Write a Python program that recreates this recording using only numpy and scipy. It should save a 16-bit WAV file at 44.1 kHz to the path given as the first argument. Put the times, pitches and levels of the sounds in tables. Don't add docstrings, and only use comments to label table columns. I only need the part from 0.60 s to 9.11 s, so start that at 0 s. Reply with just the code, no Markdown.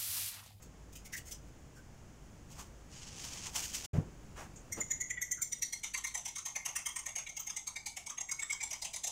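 import sys
import numpy as np
from scipy.fft import rfft, irfft, next_fast_len
from scipy.io import wavfile
from scipy.ndimage import uniform_filter1d, map_coordinates

SR = 44100
rng = np.random.default_rng(int(sys.argv[2]) if len(sys.argv) > 2 else 0)


def put_to_file(sound):
    columns = np.atleast_2d(sound).T
    safe = np.clip(columns, -1, 1)
    whole_steps = np.round(safe * 32767)
    wavfile.write(sys.argv[1], SR, whole_steps.astype(np.int16))


N = 375291
SIZE = 8192

# (frequency [Hz], density [dB])
FILM_SPECTRUM = [(710, -43), (1460, -4), (1820, -1.5), (2990, 5.5), (3820, -0.5), (6540, 10.5),
                 (10700, -4.5), (15600, -6)]


def fork():
    # (time [s], level [dB], low modes re level [dB])
    strokes = [(4.127, -27.5, -7), (4.2088, -23, -8.5), (4.312, -20, -14), (4.41, -23.5, -10),
               (4.5051, -26.5, -0.5), (4.578, -54.5, 26.5), (4.6197, -24.5, -4), (4.717, -22, -11),
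               (4.822, -21, -18.5), (4.9255, -23.5, -14), (5.0254, -22, -11.5), (5.131, -27, -6.5),
               (5.24, -28.5, -4), (5.344, -28.5, 2.5), (5.378, -32, -12), (5.445, -28.5, 0.5),
               (5.474, -34.5, -12), (5.5496, -26.5, -6), (5.578, -33, -29), (5.6572, -30, -12),
               (5.682, -34, -11), (5.7618, -32.5, -8), (5.784, -32, -13), (5.86, -28, -14),
               (5.884, -37.5, -8), (5.9605, -26, -4.5), (6.0586, -25, -12), (6.088, -33, -10),
               (6.1608, -24.5, -7), (6.189, -36, -5), (6.2636, -25, -8), (6.288, -36, -3.5),
               (6.3626, -26.5, -9.5), (6.3919, -32.5, -8.5), (6.465, -28, -9), (6.488, -35.5, -4),
               (6.5616, -26.5, -9), (6.5848, -28, -15), (6.67, -38.5, 3), (6.694, -34.5, -6),
               (6.7705, -29.5, -10.5), (6.7988, -29.5, -29), (6.872, -29, -10), (6.9013, -28, -13),
               (6.969, -27, -10), (7.074, -27, -14.5), (7.164, -34, 3), (7.266, -32.5, -3),
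               (7.3715, -38.5, 1.5), (7.4681, -33.5, -6), (7.5011, -30.5, -28), (7.5798, -27.5, -11.5),
               (7.6083, -25.5, -15), (7.6912, -33.5, 0), (7.7167, -24, -12), (7.797, -33, 4.5),
               (7.8254, -25.5, -9.5), (7.904, -30, 6), (7.9256, -25, -24), (8.01, -32.5, 0),
               (8.0335, -26, -8.5), (8.111, -29.5, -12.5), (8.1331, -29, -8), (8.2234, -30.5, -11.5),
               (8.25, -30.5, -14), (8.3391, -33, -7), (8.3623, -32.5, -10), (8.442, -27.5, -13.5),
               (8.4747, -28.5, -31)]
    # (nominal frequency [Hz], gain on the bare plate [dB], gain under egg [dB])
    plate_modes = [(1890, 4, -4), (1979, 23.5, -6), (2135, 12.5, 4.5), (2234, -60, 9.5), (2770, -44, -4.5),
                   (3370, -10, -18), (3786, -55.5, -15.5), (5040, -45, -6), (5895, 7.5, -3),
                   (6270, 12, -5.5), (6476, -60, 4), (7030, 25.5, -20), (7410, -33, 0.5),
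                   (8540, -1.5, -8.5), (10090, -28, -10), (11730, 5, -31), (12480, 1, -24),
                   (14660, -5, -21.5)]
    # (time [s], share [0-1])
    coating = [(4.6, 0.46), (5.0, 0.79), (8.5, 0.95)]
    # (time [s], high mode [Hz], low mode [Hz])
    landing = [(4.12, 5930, 2170), (4.21, 6960, 2044), (4.72, 7190, 1950), (4.84, 5870, 2020),
               (5.05, 5900, 1954), (5.35, 6340, 2300), (7.74, 6410, 2240), (7.82, 7400, 2240),
               (8.05, 7380, 2240), (8.12, 6200, 2100)]
    # (time [s], slap re touch [dB], splash re touch [dB], splash hump centre [Hz])
    egg_moves = [(4.6, -61, -24, 3570), (5.3, -13, -1, 3780), (6.2, -14, -6, 2720), (7.0, -21, -10.5, 3700),
                 (7.38, -5, 6.5, 3980), (7.6, -20, -19, 2900), (8.3, -14, -0.5, 3980)]
    # (time [s], share of pitch [1])
    sharper = [(4.6, 0), (4.8, 0.0073), (4.92, 0)]
    bare_touch_s, wet_shorter_s = 0.03, 0.006

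    s, db, low_db = np.transpose(strokes)
    landing_s, *favoured_hz = np.transpose(landing)
    egg_s, *egg_columns = np.transpose(egg_moves)
    slap_db, splash_db, hump_hz = [np.interp(s, egg_s, column) for column in egg_columns]
    hz, bare_db, coated_db = np.transpose(plate_modes)
    coat = np.interp(s, *np.transpose(coating))[:, None]
    touch = bare_touch_s - wet_shorter_s * coat
    s = s + (bare_touch_s - touch[:, 0]) / 2

    def stroke(echo_db, t60):
        return bursts(len(s), touch, 0.91, echo_db, t60, grain_db=0.89, colour_db=4.65)

    def beside(centre_hz, reach):
        return np.exp(-(np.log(hz / centre_hz[:, None]) / reach) ** 2)

    f, chatter = stroke(-5.5, 0.37)
    _, slosh = stroke(0.91, 0.3)
    _, knock = stroke(-3 - 8 * coat ** 2, 0.35)
    _, slap_noise = stroke(-2.5, 0.34)

    drift = uniform_filter1d(rng.standard_normal((len(s), len(hz), 2)), size=4, axis=0)
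    scatter, detune = unit(drift).transpose(2, 0, 1)
    high_near, low_near = [beside(np.interp(s, landing_s, column), 0.025) for column in favoured_hz]
    near = high_near + 0.5 * low_near + 1.23 * beside(hump_hz, 0.037)
    cover_db = bare_db + coat * (coated_db - bare_db)
    strength = amp(cover_db + (14.5 - 3.6 * coat) * near + 4.25 * coat * scatter)

    low = hz < 4500
    rise = ~low * np.interp(s, *np.transpose(sharper))[:, None]
    pitch = hz * (1 + (0.0065 + 0.005 * coat) * detune + rise)
    width = (0.021 + 0.014 * coat) * hz + 40
    shapes = strength[..., None] * mode(f, pitch[..., None], width[..., None]) ** 2
    ring = place(s, chatter * shapes[:, ~low].sum(axis=1), db, lead=0.0115)
    body = place(s, knock * shapes[:, low].sum(axis=1), db + low_db, lead=0.013)

    hump, pop = rng.uniform(-0.84, 1, (len(s), 2, 1)).transpose(1, 0, 2)
    moving_hump = mode(f, hump_hz[:, None] * np.exp(0.24 * hump), 1500) ** 2
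    spray = mode(f, 6500, 3600) ** 2 + 0.92 * moving_hump
    splash = place(s, slosh * spray, db + splash_db, lead=0.013)
    bubble = mode(f, 880 * np.exp(0.38 * pop), 220) * mode(f, 920, 1200) ** 2
    slap = place(s, slap_noise * bubble, db + slap_db, lead=0.008)
    return ring + body + splash + slap


def cracks():
    # (time [s], snap level [dB], length [s], hollow note [Hz], note re snap [dB])
    breaks = [(0.028, -46, 0.036, 1450, -36), (0.333, -46, 0.03, 1500, -22),
              (0.359, -39.5, 0.04, 2650, -14), (0.454, -41.5, 0.047, 2170, -8), (0.53, -33, 0.055, 1880, 0),
              (0.569, -33.5, 0.048, 2850, -14), (0.658, -40, 0.089, 2050, -13),
              (0.717, -35, 0.041, 5640, -2.5), (1.153, -53, 0.09, 1510, 3), (3.963, -60.5, 0.023, 6840, 16),
              (4.778, -65, 0.041, 1410, 18.5)]
    s, db, length, note_hz, note_db = np.transpose(breaks)
    f, snap = bursts(len(s), length[:, None], skew=0.68, echo_db=6.0, t60=0.19, grain_db=1.5, colour_db=3.5)
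    crisp = amp(along(FILM_SPECTRUM, f) + 8.3 * np.log2(1 + f / 8000))
    broad = place(s, snap * crisp, db, lead=0.01)
    hollow = mode(f, note_hz[:, None], 0.17 * note_hz[:, None]) ** 2
    return broad + place(s, snap * hollow, db + note_db, lead=0.0066)


def bag():
    # (time [s], peak level [dB], dull rub re squeeze [dB])
    squeezes = [(1.919, -54.5, -10), (1.994, -48, -3.5), (2.578, -62, -10), (2.649, -48.5, -13),
                (2.74, -51.5, -8), (2.868, -53.5, -2.5), (2.965, -34, -12), (3.042, -41.5, -27),
                (3.15, -37.5, -20.5), (3.252, -43.5, -15)]
    # (time [s], level [dB])
    shifts = [(2.25, -88), (2.33, -55), (2.88, -47.5), (2.93, -72.5), (3.26, -50.5)]
    rise_db_per_s, fall_db_per_s = 656, 257

    s, db, dull_db = np.transpose(squeezes)[..., None]
    late = np.arange(N) / SR - s
    squeeze = amp(db - np.where(late < 0, -rise_db_per_s * late, fall_db_per_s * late))
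    held, = gains(shifts)
    clumps = amp(1.3 * wobble(60) + 1.8 * wobble(500))
    film = filtered(clumps * rng.standard_normal(N), lambda f: amp(along(FILM_SPECTRUM, f)))
    slide = filtered(film, lambda f: 1 / (1 + (f / 9500) ** 4))
    dull = filtered(rng.standard_normal(N), lambda f: mode(f, 920, 760) ** 2)
    rub_gain = (squeeze * amp(dull_db)).sum(axis=0) + amp(-17) * held
    return squeeze.sum(axis=0) * unit(film) + held * unit(slide) + rub_gain * unit(dull)


def counter():
    # (time [s], level [dB], length [s], centre [Hz])
    drags = [(3.322, -45, 0.13, 1550), (3.757, -38, 0.16, 930), (4.167, -33.5, 0.083, 322)]
    # (time [s], level [dB])
    bump = [(3.33, -40), (3.36, -33), (3.4, -37), (3.5, -57)]
    # (time [s], level [dB], frequency [Hz])
    low_thud = (3.3872, -16.5, 125)

    s, db, length, hz = np.transpose(drags)
    f, rub = bursts(len(s), length[:, None], skew=0.48, echo_db=-24, t60=0.16, grain_db=0.5, colour_db=0.5)
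    centre = hz[:, None]
    dark = mode(f, centre, 1.2 * centre) / (1 + (f / 3000) ** 6)
    crisp = centre / 9000 * amp(along(FILM_SPECTRUM, f))
    scuffs = place(s, rub * (dark + crisp), db, lead=0)

    def stand(f):
        return mode(f, 115, 61) * mode(f, 115, 450) + 0.047 * mode(f, 310, 300) ** 2

    shudder = filtered(rng.standard_normal(N), stand)
    s, db, hz = low_thud
    cycles = (np.arange(N) / SR - s) * hz
    thud = -amp(db) * np.sin(2 * np.pi * cycles) * np.exp(-(cycles / 0.45) ** 2)
    return scuffs + gains(bump)[0] * unit(shudder) + thud


def room():
    # (frequency [Hz], density [dB])
    noise_spectrum = [(35, 2), (133, 1.5), (400, -10.5), (3100, -26), (3980, -32), (6760, -22.5),
                      (11500, -45), (14300, -36.5), (15600, -40)]
    # (time [s], level [dB])
    noise_level = [(0, -54.5), (4.25, -52), (4.6, -58.5), (5.8, -64.5), (8.51, -63.5)]

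    def colour(f):
        peaks = 2.24 * mode(f, 52.4, 3.9) + 1.4 * mode(f, 10300, 500)
        return amp(along(noise_spectrum, f)) * (1 + peaks)

    return gains(noise_level)[0] * unit(filtered(rng.standard_normal(N), colour))


def bursts(count, length, skew, echo_db, t60, grain_db, colour_db):
    t = np.arange(SIZE) / SR
    progress = np.clip(t / length, 0, 1)
    shape = np.sin(np.pi * progress ** skew) ** 2
    f = np.fft.rfftfreq(SIZE, 1 / SR)
    direct, reflected, rough = rng.standard_normal((count, 3, SIZE)).transpose(1, 0, 2)
    grain = amp(grain_db * unit(uniform_filter1d(rough, size=90)))
    fade_out = np.cos(np.pi / 2 * t / t[-1])
    echo = amp(echo_db - 60 * t / t60) * progress ** 2 * fade_out
    colour = amp(colour_db * unit(uniform_filter1d(rng.standard_normal((count, len(f))), size=50)))
    puff = rfft(direct * grain * shape)
    tail = rfft(reflected * grain * echo) / (1 + (f / 11000) ** 2)
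    return f, colour * (puff + tail)


def place(times, spectra, db, lead):
    rows, out = irfft(spectra, SIZE), np.zeros(N + SIZE)
    loudest = uniform_filter1d(rows ** 2, size=400, axis=1).max(axis=1)
    peak = 3 * np.sqrt(loudest)
    for s, row, gain in zip(times, rows, amp(db) / peak):
        start = max(round((s - lead) * SR), 0)
        out[start:][:SIZE] += gain * row
    return out[:N]


def mode(f, hz, width):
    return 1j * f * width / (hz * hz - f * f + 1j * f * width)


def filtered(x, response):
    m = next_fast_len(N + SIZE)
    return irfft(rfft(x, m) * response(np.fft.rfftfreq(m, 1 / SR)), m)[..., :N]


def wobble(rate):
    return map_coordinates(rng.standard_normal(int(N * rate / SR) + 4), [np.arange(N) * rate / SR])


def gains(rows):
    s, *columns = np.transpose(rows)
    return [amp(np.interp(np.arange(N) / SR, s, column, -150, -150)) for column in columns]


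def along(points, hz):
    f, v = np.transpose(points)
    return np.interp(np.log(hz + 1), np.log(f + 1), v)


def amp(db):
    return 10 ** (np.asarray(db) / 20)


def unit(x):
    return x / np.sqrt(np.mean(x ** 2) + 1e-20)


def scene():
    return (fork() + cracks() + bag() + counter() + room())[None]


def record(dry):
    # (start [s], end [s])
    dropout = (3.264, 3.331)
    top_hz, fade_s = 15740, 0.006
    start, end = dropout
    t = np.arange(N) / SR
    on = np.clip(np.maximum(start - t, t - end) / fade_s, 0, 1)
    return filtered(dry * on, lambda f: f < top_hz)


dry = scene()
out = record(dry)
put_to_file(out)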